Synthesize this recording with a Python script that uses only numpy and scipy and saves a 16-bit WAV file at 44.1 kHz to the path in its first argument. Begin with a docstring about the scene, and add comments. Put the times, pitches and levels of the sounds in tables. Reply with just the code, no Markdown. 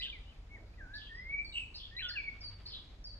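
"""A songbird whistles glides and trills at evening under the eaves: jittering sines on drawn pitch contours.
Sparrows chirp, rough with breath noise; thin falling notes and faint high peeps come from further off.
Walls and trees return a diffuse, decaying noise echo; two close microphone ports hear each bird a
little apart in time. Filtered noise and wavering sines make the air and distant traffic, and
short bursts of band noise the dull gusts, tiny ticks and soft wing beats."""
import sys
import numpy as np
from scipy import signal
from scipy.fft import rfft, irfft, next_fast_len
from scipy.io import wavfile
from scipy.ndimage import uniform_filter1d

SR = 44100
rng = np.random.default_rng(int(sys.argv[2]) if len(sys.argv) > 2 else 0)


def volts_from_decibels(level):
    """Turn decibel levels (scalar or array-like) into linear amplitude factors."""
    exponent = np.asarray(level, float) / 20
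    return 10 ** exponent


def output_pcm(signal):
    """Save a mono or channel-first signal as 16-bit PCM at the path in sys.argv[1].

    Samples are clipped to [-1, 1] before scaling.
    """
    pcm = np.clip(np.atleast_2d(signal).T, -1, 1) * 32767
    wavfile.write(sys.argv[1], SR, np.round(pcm).astype(np.int16))


N = 140679  # length in samples
RUN_IN_S = .1  # bird tracks start this long before the scene

# voice and surroundings of each kind of bird, keyed by kind:
# [echo energy re direct sound/dB, pitch jitter/Hz, share of breathy rasp/1, second harmonic re first/dB]
VOICES = {"whistle": (-5, 17, .04, -55), "trill": (-8, 70, .25, -34), "chirp": (-2, 150, .75, -40),
          "thin": (-3, 18, .04, -60)}


def rms_one(x):
    """Normalization: equal mean power, whatever the input."""
    return x / np.sqrt(np.mean(x ** 2) + 1e-20)


def at_hz(points, hz):
    """Linear interpolation on a logarithmic frequency axis."""
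    table_hz, values = np.transpose(points)
    return np.interp(np.log(hz), np.log(table_hz), values)


def drift(rate_hz):
    """Low-pass noise: two equal real poles leave a slow random fluctuation of unit rms."""
    r = np.exp(-2 * np.pi * rate_hz / SR)
    white = rng.standard_normal(N + SR)
    slow = signal.lfilter([1], [1, -2 * r, r * r], white)
    return rms_one(slow[SR:])  # the first second lets the filter settle


def silence():
    """Superposition starts from zero pressure, a little before the scene."""
    return np.zeros(N + int(RUN_IN_S * SR))


def contour(rows):
    """Piecewise-linear modulation: start, time, pitch with rounded corners, and level along a note."""
    s, hz, db = np.transpose(rows)
    t = np.arange(s[0], s[-1], 1 / SR)
    pitch = uniform_filter1d(np.interp(t, s, hz), size=130, mode="nearest")
    return s[0], t - s[0], pitch, np.interp(t, s, db)


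def throb_db(t, rate_hz, share):
    """Amplitude modulation: a raised cosine pulses the given share of the amplitude."""
    return 20 * np.log10(1 - share * np.cos(2 * np.pi * rate_hz * t))


def add_note(out, start_s, pitch, level_db, kind, blur_hz=0):
    """Frequency modulation by noise: a jittering sine and weak octave, partly broken up by breath noise."""
    jitter_band_hz, rasp_band_hz, edge_s = 252.1, 550, .003
    _, jitter_hz, rasp, overtone_db = VOICES[kind]
    t = np.arange(len(pitch)) / SR
    edge = np.sin(np.pi / 2 * np.clip(np.minimum(t, t[-1] - t) / edge_s, 0, 1)) ** 2
    # random values two per cycle of the band limit, joined by straight lines
    jitter = np.interp(t * jitter_band_hz * 2, np.arange(999), rng.standard_normal(999))
    breath = np.interp(t * rasp_band_hz * 2, np.arange(999), rng.standard_normal(999))
    phase = 2 * np.pi * np.cumsum(pitch + (jitter_hz + blur_hz) * jitter) / SR
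    tone = np.sin(phase) + volts_from_decibels(overtone_db) * np.sin(2 * phase)
    roughness = np.sqrt(1 - rasp ** 2) + rasp * breath
    note = np.sqrt(2) * volts_from_decibels(level_db) * edge * roughness * tone
    i = int((start_s + RUN_IN_S) * SR)
    out[i:i + len(t)] += note[:len(out) - i]


def placed(x, kind):
    """Propagation: wavering direct sound reaches the left port first; a diffuse echo decays in each channel."""
    waver_db, waver_hz, left_leads_ms = 2.5, 41.8, .1
    late_t60_s, early_t60_s, early_db, gap_s = 0.71, 0.16, 7.5, 0.0041
    echo_db = VOICES[kind][0]
    lead = len(x) - N
    x = x * volts_from_decibels(waver_db * np.pad(drift(waver_hz), (lead, 0), "edge"))
    t = np.arange(SR) / SR
    decay = volts_from_decibels(-60 * t / late_t60_s) + volts_from_decibels(early_db - 60 * t / early_t60_s)
    tail = decay * np.clip(t / gap_s - 1, 0, 1)  # silent for one gap, then fades in over another
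    echo = rng.standard_normal((2, SR)) * tail / np.sqrt(np.sum(tail ** 2))
    size = next_fast_len(len(x) + SR)
    right = np.exp(-2j * np.pi * np.fft.rfftfreq(size, 1 / SR) * left_leads_ms / 1000)  # pure delay
    direct = np.stack([np.ones_like(right), right])
    paths = direct + volts_from_decibels(echo_db) * rfft(echo, size)
    return irfft(rfft(x, size) * paths, size)[:, lead:lead + N]


def puffs(events, width_s, low_hz, high_hz):
    """Gated noise: Gaussian envelopes open a band of partly shared stereo noise."""
    t = np.arange(N) / SR
    shape = sum(volts_from_decibels(db) * np.exp(-.5 * ((t - s) / width_s) ** 2) for s, db in events)
    mid, side = rng.standard_normal((2, N))
    band = signal.butter(3, [low_hz, high_hz], "band", fs=SR, output="sos")
    return shape * rms_one(signal.sosfilt(band, mid + 0.23 * side * [[1], [-1]]))


def air(patchy_db):
    """Spectral shaping: half-octave noise bands, each with its level, flicker and interchannel correlation."""
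    air_db = -56.5  # rms of the whole
    # distant traffic and air: [f/Hz, relative spectral level of the part common to both channels/dB per Hz]
    spectrum = [(20, 6.5), (50, 0.5), (125, -8.5), (500, -21), (1000, -26), (2000, -30), (4000, -36),
                (5500, -38.5), (8000, -48), (10000, -54.5), (13000, -57), (16000, -66)]
    # correlation of left with right: [f/Hz, correlation/1]
    likeness = [(60, 0.96), (300, 0.83), (760, .55), (1420, 0.094), (2680, -0.08), (5050, -0.54),
                (7000, 0.85), (12000, 0.34)]
    out, band_edges = 0, 20 * 2 ** np.arange(0, 9.8, .5)
    white = rng.standard_normal((2, 2, N))
    slow = [drift(10.0), drift(4.9), drift(12.0)]
    for k, (low, high) in enumerate(zip(band_edges, band_edges[1:])):
        band = signal.butter(3, [low, high], "band", fs=SR, output="sos")
        mid, side = signal.sosfilt(band, white[k % 2])
        hz = np.sqrt(low * high)
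        alike = at_hz(likeness, hz)
        side_gain = np.sqrt((1 - alike) / (1 + alike))  # side amplitude that gives this correlation
        gain = volts_from_decibels(at_hz(spectrum, hz) + patchy_db * slow[k % 3])
        out = out + gain * (mid + side_gain * side * [[1], [-1]])
    return volts_from_decibels(air_db) * rms_one(out)


def hum():
    """Random modulation: low sines waver in frequency and level."""
    # drones: [mean f/Hz, level about which it wavers/dB]
    drones = [(38, -59), (50, -56), (74, -65), (100, -65)]
    out = 0
    for hz, db in drones:
        level = volts_from_decibels(db + 3.6 * drift(2.0))
        pitch = hz * (1 + 0.0479 * drift(3.2))
        out = out + np.sqrt(2) * level * np.sin(2 * np.pi * np.cumsum(pitch) / SR)
    return out


def chirps():
    """Scaling of one contour: the sparrow's template is stretched and shifted, and throbs quickly."""
    throb_hz, throb_share = 254.6, 0.3
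    # two-humped template before scaling: [t after start/s, f/Hz, level re the chirp's own/dB]
    template = [(.008, 4400, -15), (.02, 4150, 0.5), (.03, 4700, -1), (.044, 4800, -2), (.054, 3600, -2.5),
                (0.074, 3250, -9), (0.095, 3400, -1.5), (.16, 3300, -14)]
    # chirps: [start t/s, level/dB, pitch factor/1, length factor/1]
    calls = [(-.032, -48, 1.044, 0.87), (.923, -50, 0.99, 1.11), (1.73, -47, 1.016, 1.1),
             (2.645, -47, 1.038, 1.024)]
    out = silence()
    for start, level_db, higher, longer in calls:
        s, t, hz, db = contour(np.array(template) * [longer, higher, 1])
        add_note(out, start + s, hz, level_db + db + throb_db(t, throb_hz, throb_share), "chirp")
    return out


def whistles():
    """Nearly pure tones: the songbird's glides follow slow frequency contours."""
    # glides, one list each: [t/s, f/Hz, level/dB]
    glides = [
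        [(0, 1994, -49), (.03, 2050, -48)],
        [(-.005, 3890, -44.5), (.016, 4004, -44)],
        [(.052, 1950, -53), (.066, 1620, -65.5), (.088, 1580, -64)],
        [(.125, 2460, -48.5), (.165, 2047, -56), (.19, 1940, -70)],
        [(.255, 2800, -67), (.305, 3080, -63), (.335, 2450, -70)],
        [(.485, 2125, -84), (.51, 2198, -61), (.552, 2237, -53.5), (.58, 1720, -60)],
        [(.735, 2400, -66), (.75, 2600, -65)],
        [(.772, 2017, -76), (.79, 1941, -54.5), (.815, 1600, -53.5), (.87, 1459, -61.5), (.96, 1718, -46),
         (1.03, 1738, -69.5)],
        [(1.092, 1865, -58.5), (1.12, 1796, -48.5), (1.23, 2071, -55), (1.28, 2128, -46), (1.30, 2214, -42),
         (1.39, 2313, -38), (1.43, 2347, -46.5)],
        [(1.608, 2770, -42), (1.643, 2400, -45.5)],
        [(1.965, 3970, -45), (2.012, 4040, -49)],
        [(2.022, 3400, -45), (2.092, 3500, -54)],
        [(1.91, 1743, -61), (1.95, 1880, -57.5), (1.99, 2047, -47)],
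        [(2.005, 1942, -45.5), (2.03, 1472, -53.5), (2.10, 1434, -47.5)],
        [(2.09, 1986, -50), (2.118, 1480, -44.5)],
        [(2.135, 1870, -54), (2.175, 1580, -49.5)],
        [(2.155, 2912, -48.5), (2.185, 2350, -37.5), (2.222, 2226, -47.5), (2.233, 2250, -71),
         (2.243, 2333, -41), (2.257, 2300, -56), (2.285, 2228, -36.5), (2.318, 2221, -60)],
    ]
    out = silence()
    for rows in glides:
        s, t, hz, db = contour(rows)
        add_note(out, s, hz, db, "whistle")
    return out


def trills():
    """Sawtooth frequency modulation: quick downward sweeps, each loudest in its middle."""
    throb_share = 0.37
    # trilled notes: (sweep rate/Hz, sweep depth/Hz), then a contour of [t/s, f/Hz, level/dB]
    trilled = [ ((138, 1000), [(.01, 2410, -52), (.035, 3257, -39), (.07, 2818, -48.5), (.105, 3330, -46.5),
               (.13, 3130, -56)]), ((83, 360), [(1.525, 7770, -69.5), (1.6, 8030, -68.5),
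               (1.66, 7560, -73.5)]), ((75, 430), [(1.525, 2850, -55), (1.57, 2792, -41.5),
               (1.61, 2786, -42.5)]), ((155, 510), [(1.985, 2186, -41.5), (2.01, 2763, -48.5),
               (2.04, 3196, -40), (2.085, 2810, -52.5), (2.11, 3220, -50.5)]), ]
    out = silence()
    for (rate, depth), rows in trilled:
        s, t, hz, db = contour(rows)
        sweep = uniform_filter1d(.5 - (rate * t) % 1, size=40)  # from +1/2 down to -1/2, corners rounded
        add_note(out, s, hz + depth * sweep, db + throb_db(t, rate, throb_share), "trill")
    return out


def thin_notes():
    """Frequency relaxation: pitch drops onto a held tone, quieter and more blurred while it drops."""
    drop_s, sag_db = .009, 4  # time for the excess pitch to fall to a quarter; fading over the note
    swell_db, drop_blur = 16, .06  # level loss per unit relative excess; jitter per Hz of excess
    # notes: [start t/s, length/s, held f/Hz, initial excess above it/Hz, level before swell and sag/dB]
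    falling = [(0.022, .015, 7870, 37.04, -70), (1.146, 0.058, 5030, 30.24, -62.5),
               (1.41, 0.12, 8040, 64.7, -80.5), (1.445, 0.06, 4390, 404, -52.5),
               (1.521, 0.017, 3626, 706, -50), (2.004, 0.029, 8020, 38.6, -77),
               (2.085, 0.059, 4236, 1907, -46), (2.406, 0.097, 4523, 1880, -47.5),
               (2.718, 0.058, 3800, 2394, -47), (3.039, .11, 4513, 1980, -52.5)]
    out = silence()
    for start, length, hz, drop, db in falling:
        t = np.arange(0, length, 1 / SR)
        above = drop * (1 + t / drop_s) ** -2
        level_db = db - swell_db * above / hz - sag_db * t / length
        add_note(out, start, hz + above, level_db, "thin", drop_blur * above)
    return out


def thumps():
    """Low band noise under a smooth envelope: dull gusts."""
    # gusts: [centre t/s, level at the centre/dB]
    gusts = [(.09, -83), (.6, -62.5), (.83, -65.5)]
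    return puffs(gusts, 0.05, 100, 744)


def ticks():
    """The shorter the burst, the more click-like: tiny bright ticks close by, with no echo."""
    # ticks: [centre t/s, rms level at the centre/dB]
    clicks = [(1.554, -80), (1.8083, -76), (2.1066, -73)]
    return puffs(clicks, 0.00083, 5300, 16000)


def wing_beats():
    """Periodic noise bursts: soft, evenly spaced beats of a passing bird, loudest when nearest."""
    first_s, gap_s, nearest_s, top_db, fade_db_per_s = 2.36, .0815, 2.55, -63, 18
    times = first_s + gap_s * np.arange(8)
    beats = [(s, top_db - fade_db_per_s * abs(s - nearest_s)) for s in times]
    return puffs(beats, 0.021, 500, 3620)


def scene():
    """Superposition: the birds with their echoes, the small close sounds, air and hum add as pressures."""
    birds = placed(chirps(), "chirp") + placed(whistles(), "whistle")
    birds = birds + placed(trills(), "trill") + placed(thin_notes(), "thin")
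    small = thumps() + ticks() + wing_beats()
    return birds + small + air(patchy_db=1.5) + hum()


def roll_off(x):
    """The treble ends steeply here."""
    return signal.sosfilt(signal.butter(12, 15700, fs=SR, output="sos"), x)


def record(dry):
    """Linear superposition is complete here: the finished mix goes to the output stage."""
    return roll_off(dry)


dry = scene()
out = record(dry)
output_pcm(out)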